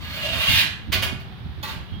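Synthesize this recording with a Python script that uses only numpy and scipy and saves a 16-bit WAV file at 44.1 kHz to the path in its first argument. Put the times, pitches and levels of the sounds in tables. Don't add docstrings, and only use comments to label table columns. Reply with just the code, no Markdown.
import sys
import numpy as np
from scipy import signal
from scipy.fft import rfft, irfft, next_fast_len
from scipy.io import wavfile

SR = 44100
rng = np.random.default_rng(int(sys.argv[2]) if len(sys.argv) > 2 else 0)


def master_out(mix):
    frames = np.transpose(np.atleast_2d(mix))
    ceiling = np.clip(frames, -1, 1)
    pcm = np.round(ceiling * 32767).astype(np.int16)
    wavfile.write(sys.argv[1], SR, pcm)


N = 88200

# (time [s], force [dB], then relative to force:
# low ring [dB], treble [dB], body [dB], singing mode [dB])
RIM_SLIDES = [
    [(0.0, -42.5, -29, -10.5, 1, 3), (0.13, -34, -18, -10, -9.5, -34), (0.19, -34, -1, -8, -13, 15.5),
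     (0.22, -30, -27, -12, -2.5, 2), (0.24, -33, 2.5, -5.5, -6, 17.5), (0.296, -30, -5, -15, -15, 16.5),
     (0.366, -29.5, -8, -3, -0.5, 0), (0.48, -23.5, -17, -8.5, -12, 12.5),
     (0.528, -19, -23, -6.5, -49, -37), (0.6, -16, -32, -9, -24.5, -33), (0.64, -37, -44, -2, 10.5, -17)],
    [(1.64, -46, -19, -15, 15, -11), (1.666, -56, -27, -15, 8, -8), (1.68, -49.5, -10, -5, 13, -14),
     (1.716, -44.5, -23, -10, -14, -11), (1.738, -47, -17, -2, -3, -11), (1.78, -50, -7, -22, -3, -4),
     (1.82, -66, -13, -20, -6, -7)],
]
# (start [s], force [dB], rise time constant [s], hold [s], decay t60 [s],
# then relative to force: treble [dB], low ring [dB], body [dB])
KNOCK_RATTLES = [(0.919, -14.5, 0.0045, 0.023, 0.059, -3.5, -15, -7.5),
                 (1.02, -19.5, 0.0068, 0.018, 0.051, -1, -9, -4.5),
                 (1.195, -42, 0.0069, 0.011, .08, -6.5, -2.5, -7),
                 (1.628, -27, 0.0015, 0.011, 0.038, -3.5, -32, -7),
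                 (1.676, -36, 0.0046, .005, 0.24, -2, -25, -2)]
TREBLE_FADE_DB_PER_S = 169
GRAINS_PER_S, GRAIN_SPREAD_DB = 5500, 1.5
CHATTER_DB, CHATTER_RATE_HZ = 2, 54

MODE_HZ = [900, 1170, 1470, 1680, 1950, 2110, 2450, 2520, 2800, 2940, 3200, 3340, 3640, 4030, 4320]
# (width [Hz], level dragged [dB], level tipped [dB], level set down [dB])
MODE_RINGS = [(48.6, -21.5, -44, -7.5), (37, -42, -10, -7), (23.7, -39, -14, -31), (23.2, -11, -13.5, -11),
              (51, -32, -21, -37), (69.5, -18.5, -19, -13), (33.5, -10.5, -4, -15), (71, -8, -1, -8),
              (25, -41, -22.5, -35), (44, -8.5, -6, -5), (40, -17.5, -35, -31), (59.7, -57, -19, -16),
              (38.3, -17, -21, -16), (40, -9.5, -19.5, -7), (70, -23, -26, -16)]
TIPPED_S, SET_DOWN_S = 0.8, 1.5
RING_WANDER_DB, RING_WANDER_RATE_HZ = 2.0, 8.9
# (frequency [Hz], relative density [dB per Hz])
CLATTER_SPECTRUM = [(710, -133), (1200, -17), (2150, 1), (2330, -2), (2870, 3), (4660, -8.5), (5690, -21),
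                    (7000, -37.5), (9100, -33.5), (15400, -120)]
# (frequency [Hz], relative density [dB per Hz])
TREBLE_SPECTRUM = [(3530, -19), (6000, -6), (6980, -5), (7600, -11.5), (10800, -6), (11800, -8),
                   (15000, 2.5), (15600, -2)]
CLATTER_DB, TREBLE_DB = 3, -2
BODY_HZ, BODY_WIDTH_HZ = 1067, 640
SING_HZ, SING_WIDTH_HZ, SING_DB = 2800, 30, -7.5
LOW_RING_HZ, LOW_RING_WIDTH_HZ, LOW_RING_DB = 645, 29, 3

BOOM_PITCHES = [380, 520, 640, 742]
# (t60 [s], level relative to knock [dB])
BOOM_DECAYS = [(1.4, -22), (1.0, -29), (.35, -27), (1.0, -30)]
BOOM_RISE_S, BOOM_FLUTTER_DB, BOOM_FLUTTER_RATE_HZ = 0.03, 3.0, 8.6

SQUEAK_PITCHES = [2910, 3245]
# (start [s], rise [s], time from start to fall [s], pitch waver [Hz], level [dB])
SQUEAK_TONES = [(1.87, .02, .08, 6, -57), (1.86, .06, .2, 5, -55)]
SQUEAK_PAN_DB = -15
SQUEAK_FLUTTER_DB, SQUEAK_FLUTTER_RATE_HZ, SQUEAK_WAVER_RATE_HZ = 4.0, 25, 28

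# (time [s], lag of left behind right [ms])
SHADE_PLACES = [(0, -.14), (0.201, -.14), (.35, -.14), (0.501, -.1), (.65, -.08), (.9, -.02), (1.05, 0.0),
                (1.3, .2), (1.651, .3), (2, .2)]
# (frequency [Hz], left minus right [dB])
SHADE_LEAN = [(60, -6), (110, -0.5), (200, 13), (380, -1), (700, -0.5), (1290, -2.5), (2380, -1.5),
              (4400, -9), (8120, -4), (15000, -7.5)]
# (frequency [Hz], t60 [s])
ROOM_DECAY = [(400, 0.3), (1500, 0.56), (4000, 0.39), (9000, 0.38), (15000, 0.16)]
# (frequency [Hz], left-right likeness [-1 to 1])
TAIL_LIKENESS = [(300, 0.83), (640, 0.59), (1400, 0.033), (3000, 0.0071)]
DIRECT_DB, ROOM_DB = -10.5, -4

# (time [s], level before trim [dB], left minus right [dB])
AIR_GUSTS = [(0.0, -38.5, 4), (0.2, -44, -10), (0.26, -35, 10), (0.28, -41, -9), (0.34, -36, -20.5),
             (0.39, -31, -4), (0.46, -52, -9), (0.49, -27, 7), (0.61, -30, 3.5), (0.63, -27.5, -1.5),
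             (0.74, -48, -16), (0.85, -44, -9), (0.9, -27, -11), (0.93, -32.5, 3), (0.95, -28, -9),
             (1.1, -35, 2), (1.13, -33.5, -16), (1.16, -42, -27), (1.21, -42, -3), (1.37, -51.5, -23),
             (1.47, -31, 4.5), (1.5, -38.5, -12), (1.53, -45, -6.0), (1.6, -46.5, -34), (1.64, -40.5, -4),
             (1.78, -34.5, -7), (1.84, -45.5, -6), (1.9, -46, -9), (1.93, -32.5, -18), (2.0, -36.5, -2)]
# (frequency [Hz], relative density [dB per Hz])
BUFFET_SPECTRUM = [(12, -50), (20, -20), (51, -1), (80, 9), (311, -12), (340, -27.5), (371, -17.5),
                   (400, -32.5), (520, -50.5), (880, -120)]
GUST_TRIM_DB, BUFFET_LUMPS_DB = 1, -2
LUMP_RATES_HZ = 6.7, 34

# (frequency [Hz], relative density [dB per Hz])
HISS_SPECTRUM = [(35, -22), (60, 8), (87, -7), (152, -7), (465, -18), (675, -20.5), (740, -12.5),
                 (979, -18), (1560, -17.5), (2600, -22.5), (3440, -19), (4760, -30.5), (7240, -49.5),
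                 (15600, -40.5)]
HISS_DB = -46
# (frequency [Hz], left minus right [dB])
HISS_BALANCE = [(60, 1), (110, 26), (200, 21), (380, -5), (700, -2.5), (1290, 0), (2380, -4.0),
                (4400, -8.0), (8120, -1), (15000, -1.0)]
# (frequency [Hz], left-right likeness [0 to 1])
HISS_ALIKE = [(60, 0.18), (150, 0.9), (300, 1), (600, 0.39), (1500, 0.067), (4000, 0.034)]
CUTOFF_HZ = 16250


def amp(db):
    return 10 ** (np.asarray(db) / 20)


def unit(x):
    return x / np.sqrt(np.mean(x ** 2) + 1e-20)


def in_time(rows):
    s, *columns = np.transpose(rows)
    return [np.interp(np.arange(N) / SR, s, c) for c in columns]


def at_hz(points, hz):
    table_hz, values = np.transpose(points)
    return np.interp(np.log(hz), np.log(table_hz + 1), values)


def bins(size):
    return np.arange(size // 2 + 1) * SR / size + 1


def left_right(db):
    return amp(np.outer([0.5, -0.5], db))


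def alike_pair(mid, side, alike):
    return np.sqrt(1 + alike) * mid + np.sqrt(1 - alike) * side * [[1], [-1]]


def colour(x, spectrum, lean=None):
    hz = bins(N)
    below = (spectrum[0][0] / hz) ** 6
    above = (hz / spectrum[-1][0] / 1.1) ** 12
    gain = unit(amp(at_hz(spectrum, hz)) / (1 + below + above))
    if lean:
        gain = gain * left_right(at_hz(lean, hz))
    return irfft(rfft(x) * gain, N)


def drift(rate_hz):
    step = 40
    r = np.exp(-2 * np.pi * rate_hz * step / SR)
    white = rng.standard_normal(N // step + 2002)
    slow = signal.lfilter([1], [1, -2 * r, r * r], white)[2000:]
    return np.interp(np.arange(N) / step, np.arange(len(slow)), unit(slow))


def resonate(x, hz, width_hz):
    r = np.exp(-np.pi * width_hz / SR)
    gain = np.sqrt((1 - r * r) / 2)
    poles = [1, -2 * r * np.cos(2 * np.pi * hz / SR), r * r]
    return signal.lfilter([gain, 0, -gain], poles, x + 1e-18)


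def shade():
    clatter, low, treble, body, sing = contact() * grains()
    grip = np.searchsorted([TIPPED_S, SET_DOWN_S], np.arange(N) / SR)
    rings = np.zeros(N)
    for k, (hz, (width_hz, *grip_db)) in enumerate(zip(MODE_HZ, MODE_RINGS)):
        level_db = np.array(grip_db)[grip] + RING_WANDER_DB * drift(RING_WANDER_RATE_HZ)
        rings += (-1) ** k * resonate(clatter * amp(level_db), hz, width_hz)
    out = rings + resonate(body, BODY_HZ, BODY_WIDTH_HZ)
    out += amp(CLATTER_DB) * colour(clatter, CLATTER_SPECTRUM)
    out += amp(TREBLE_DB) * colour(treble, TREBLE_SPECTRUM)
    out += amp(SING_DB) * resonate(sing, SING_HZ, SING_WIDTH_HZ)
    out += amp(LOW_RING_DB) * resonate(low, LOW_RING_HZ, LOW_RING_WIDTH_HZ)
    return out


def contact():
    t = np.arange(N) / SR
    force = np.zeros((5, N))
    for rows in RIM_SLIDES:
        level_db, *shares_db = in_time(rows)
        on = (t >= rows[0][0]) & (t <= rows[-1][0])
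        force += on * amp(level_db + np.array([0 * t, *shares_db]))
    for s, db, rise, hold, t60, treble_db, low_db, body_db in KNOCK_RATTLES:
        age = np.maximum(t - s, 0)
        fall_db = 60 * np.maximum(age - hold, 0) / t60
        shape = (1 - np.exp(-age / rise)) * amp(db - fall_db)
        treble_fade_db = np.outer([0, 0, 1, 0], TREBLE_FADE_DB_PER_S * age)
        force[:4] += shape * amp([[0], [low_db], [treble_db], [body_db]] - treble_fade_db)
    return force


def grains():
    size_db = GRAIN_SPREAD_DB * np.minimum(rng.exponential(1, N), 4)
    size = amp(size_db) * rng.choice([-1, 1], N)
    hits = rng.random(N) < GRAINS_PER_S / SR
    return unit(size * hits) * amp(CHATTER_DB * drift(CHATTER_RATE_HZ))


def boom():
    t = np.arange(N) / SR
    out = np.zeros(N)
    for s, knock_db, *_ in KNOCK_RATTLES:
        age = np.maximum(t - s, 0)
        rise = 1 - np.exp(-age / BOOM_RISE_S)
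        for hz, (t60, share_db) in zip(BOOM_PITCHES, BOOM_DECAYS):
            flutter_db = BOOM_FLUTTER_DB * drift(BOOM_FLUTTER_RATE_HZ)
            level = amp(knock_db + share_db + flutter_db - 60 * age / t60)
            out += rise * level * np.sin(2 * np.pi * hz * age)
    return out


def squeak():
    t = np.arange(N) / SR
    tones = np.zeros(N)
    for hz, (s, rise, length, waver_hz, db) in zip(SQUEAK_PITCHES, SQUEAK_TONES):
        level = amp(db + SQUEAK_FLUTTER_DB * drift(SQUEAK_FLUTTER_RATE_HZ))
        swell = np.clip((t - s) / rise, 0, 1)
        fall = np.clip((s + length - t) / rise + 1, 0, 1)
        pitch_hz = hz + waver_hz * drift(SQUEAK_WAVER_RATE_HZ)
        tones += level * swell * fall * np.sin(2 * np.pi * np.cumsum(pitch_hz) / SR)
    return tones * left_right(SQUEAK_PAN_DB)


def room_tails(places, size):
    t = np.arange(size) / SR
    edges = 200 * 2 ** np.arange(0, 6.6, 0.5)
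    white = rng.standard_normal((2, 2, places, 1, size))
    tails = 0
    for k, (low, high) in enumerate(zip(edges, edges[1:])):
        hz = np.sqrt(low * high)
        alike = np.clip(at_hz(TAIL_LIKENESS, hz), -1, 1)
        band = signal.butter(2, [low, high], "band", fs=SR, output="sos")
        mid, side = signal.sosfilt(band, white[k % 2])
        decay = amp(-60 * t / at_hz(ROOM_DECAY, hz))
        tails = tails + alike_pair(mid, side, alike) * decay / np.sqrt(2 * np.sum(decay ** 2))
    return tails


def room(x):
    size = SR // 2
    times, lags_ms = np.transpose(SHADE_PLACES)
    tails = room_tails(len(times), size)
    pad = next_fast_len(N + size)
    hz, out = bins(pad), 0
    for k, lag_ms in enumerate(lags_ms):
        share = np.interp(np.arange(N) / SR, times, np.arange(len(times)) == k)
        here = np.sqrt(share)
        delays_s = np.array([max(lag_ms, 0), max(-lag_ms, 0)]) / 1000
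        direct = amp(DIRECT_DB) * np.exp(-2j * np.pi * np.outer(delays_s, hz))
        out = out + rfft(here * x, pad) * (direct + amp(ROOM_DB) * rfft(tails[k], pad))
    return irfft(out * left_right(at_hz(SHADE_LEAN, hz)), pad)[:, :N]


def buffeting():
    level_db, pan_db = in_time(AIR_GUSTS)
    lumps_db = BUFFET_LUMPS_DB * np.array([drift(rate) for rate in LUMP_RATES_HZ])
    rumble = colour(rng.standard_normal((2, N)), BUFFET_SPECTRUM)
    return rumble * amp(level_db + GUST_TRIM_DB + lumps_db) * left_right(pan_db)


def hiss():
    alike = np.clip(at_hz(HISS_ALIKE, bins(N)), 0, 1)
    mid, side = rfft(rng.standard_normal((2, N)))
    pair = irfft(alike_pair(mid, side, alike), N)
    return amp(HISS_DB) * colour(pair, HISS_SPECTRUM, HISS_BALANCE)


def scene():
    return room(shade()) + boom() + squeak() + buffeting() + hiss()


def record(dry):
    return signal.sosfilt(signal.cheby2(20, 55, CUTOFF_HZ, fs=SR, output="sos"), dry)


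dry = scene()
out = record(dry)
master_out(out)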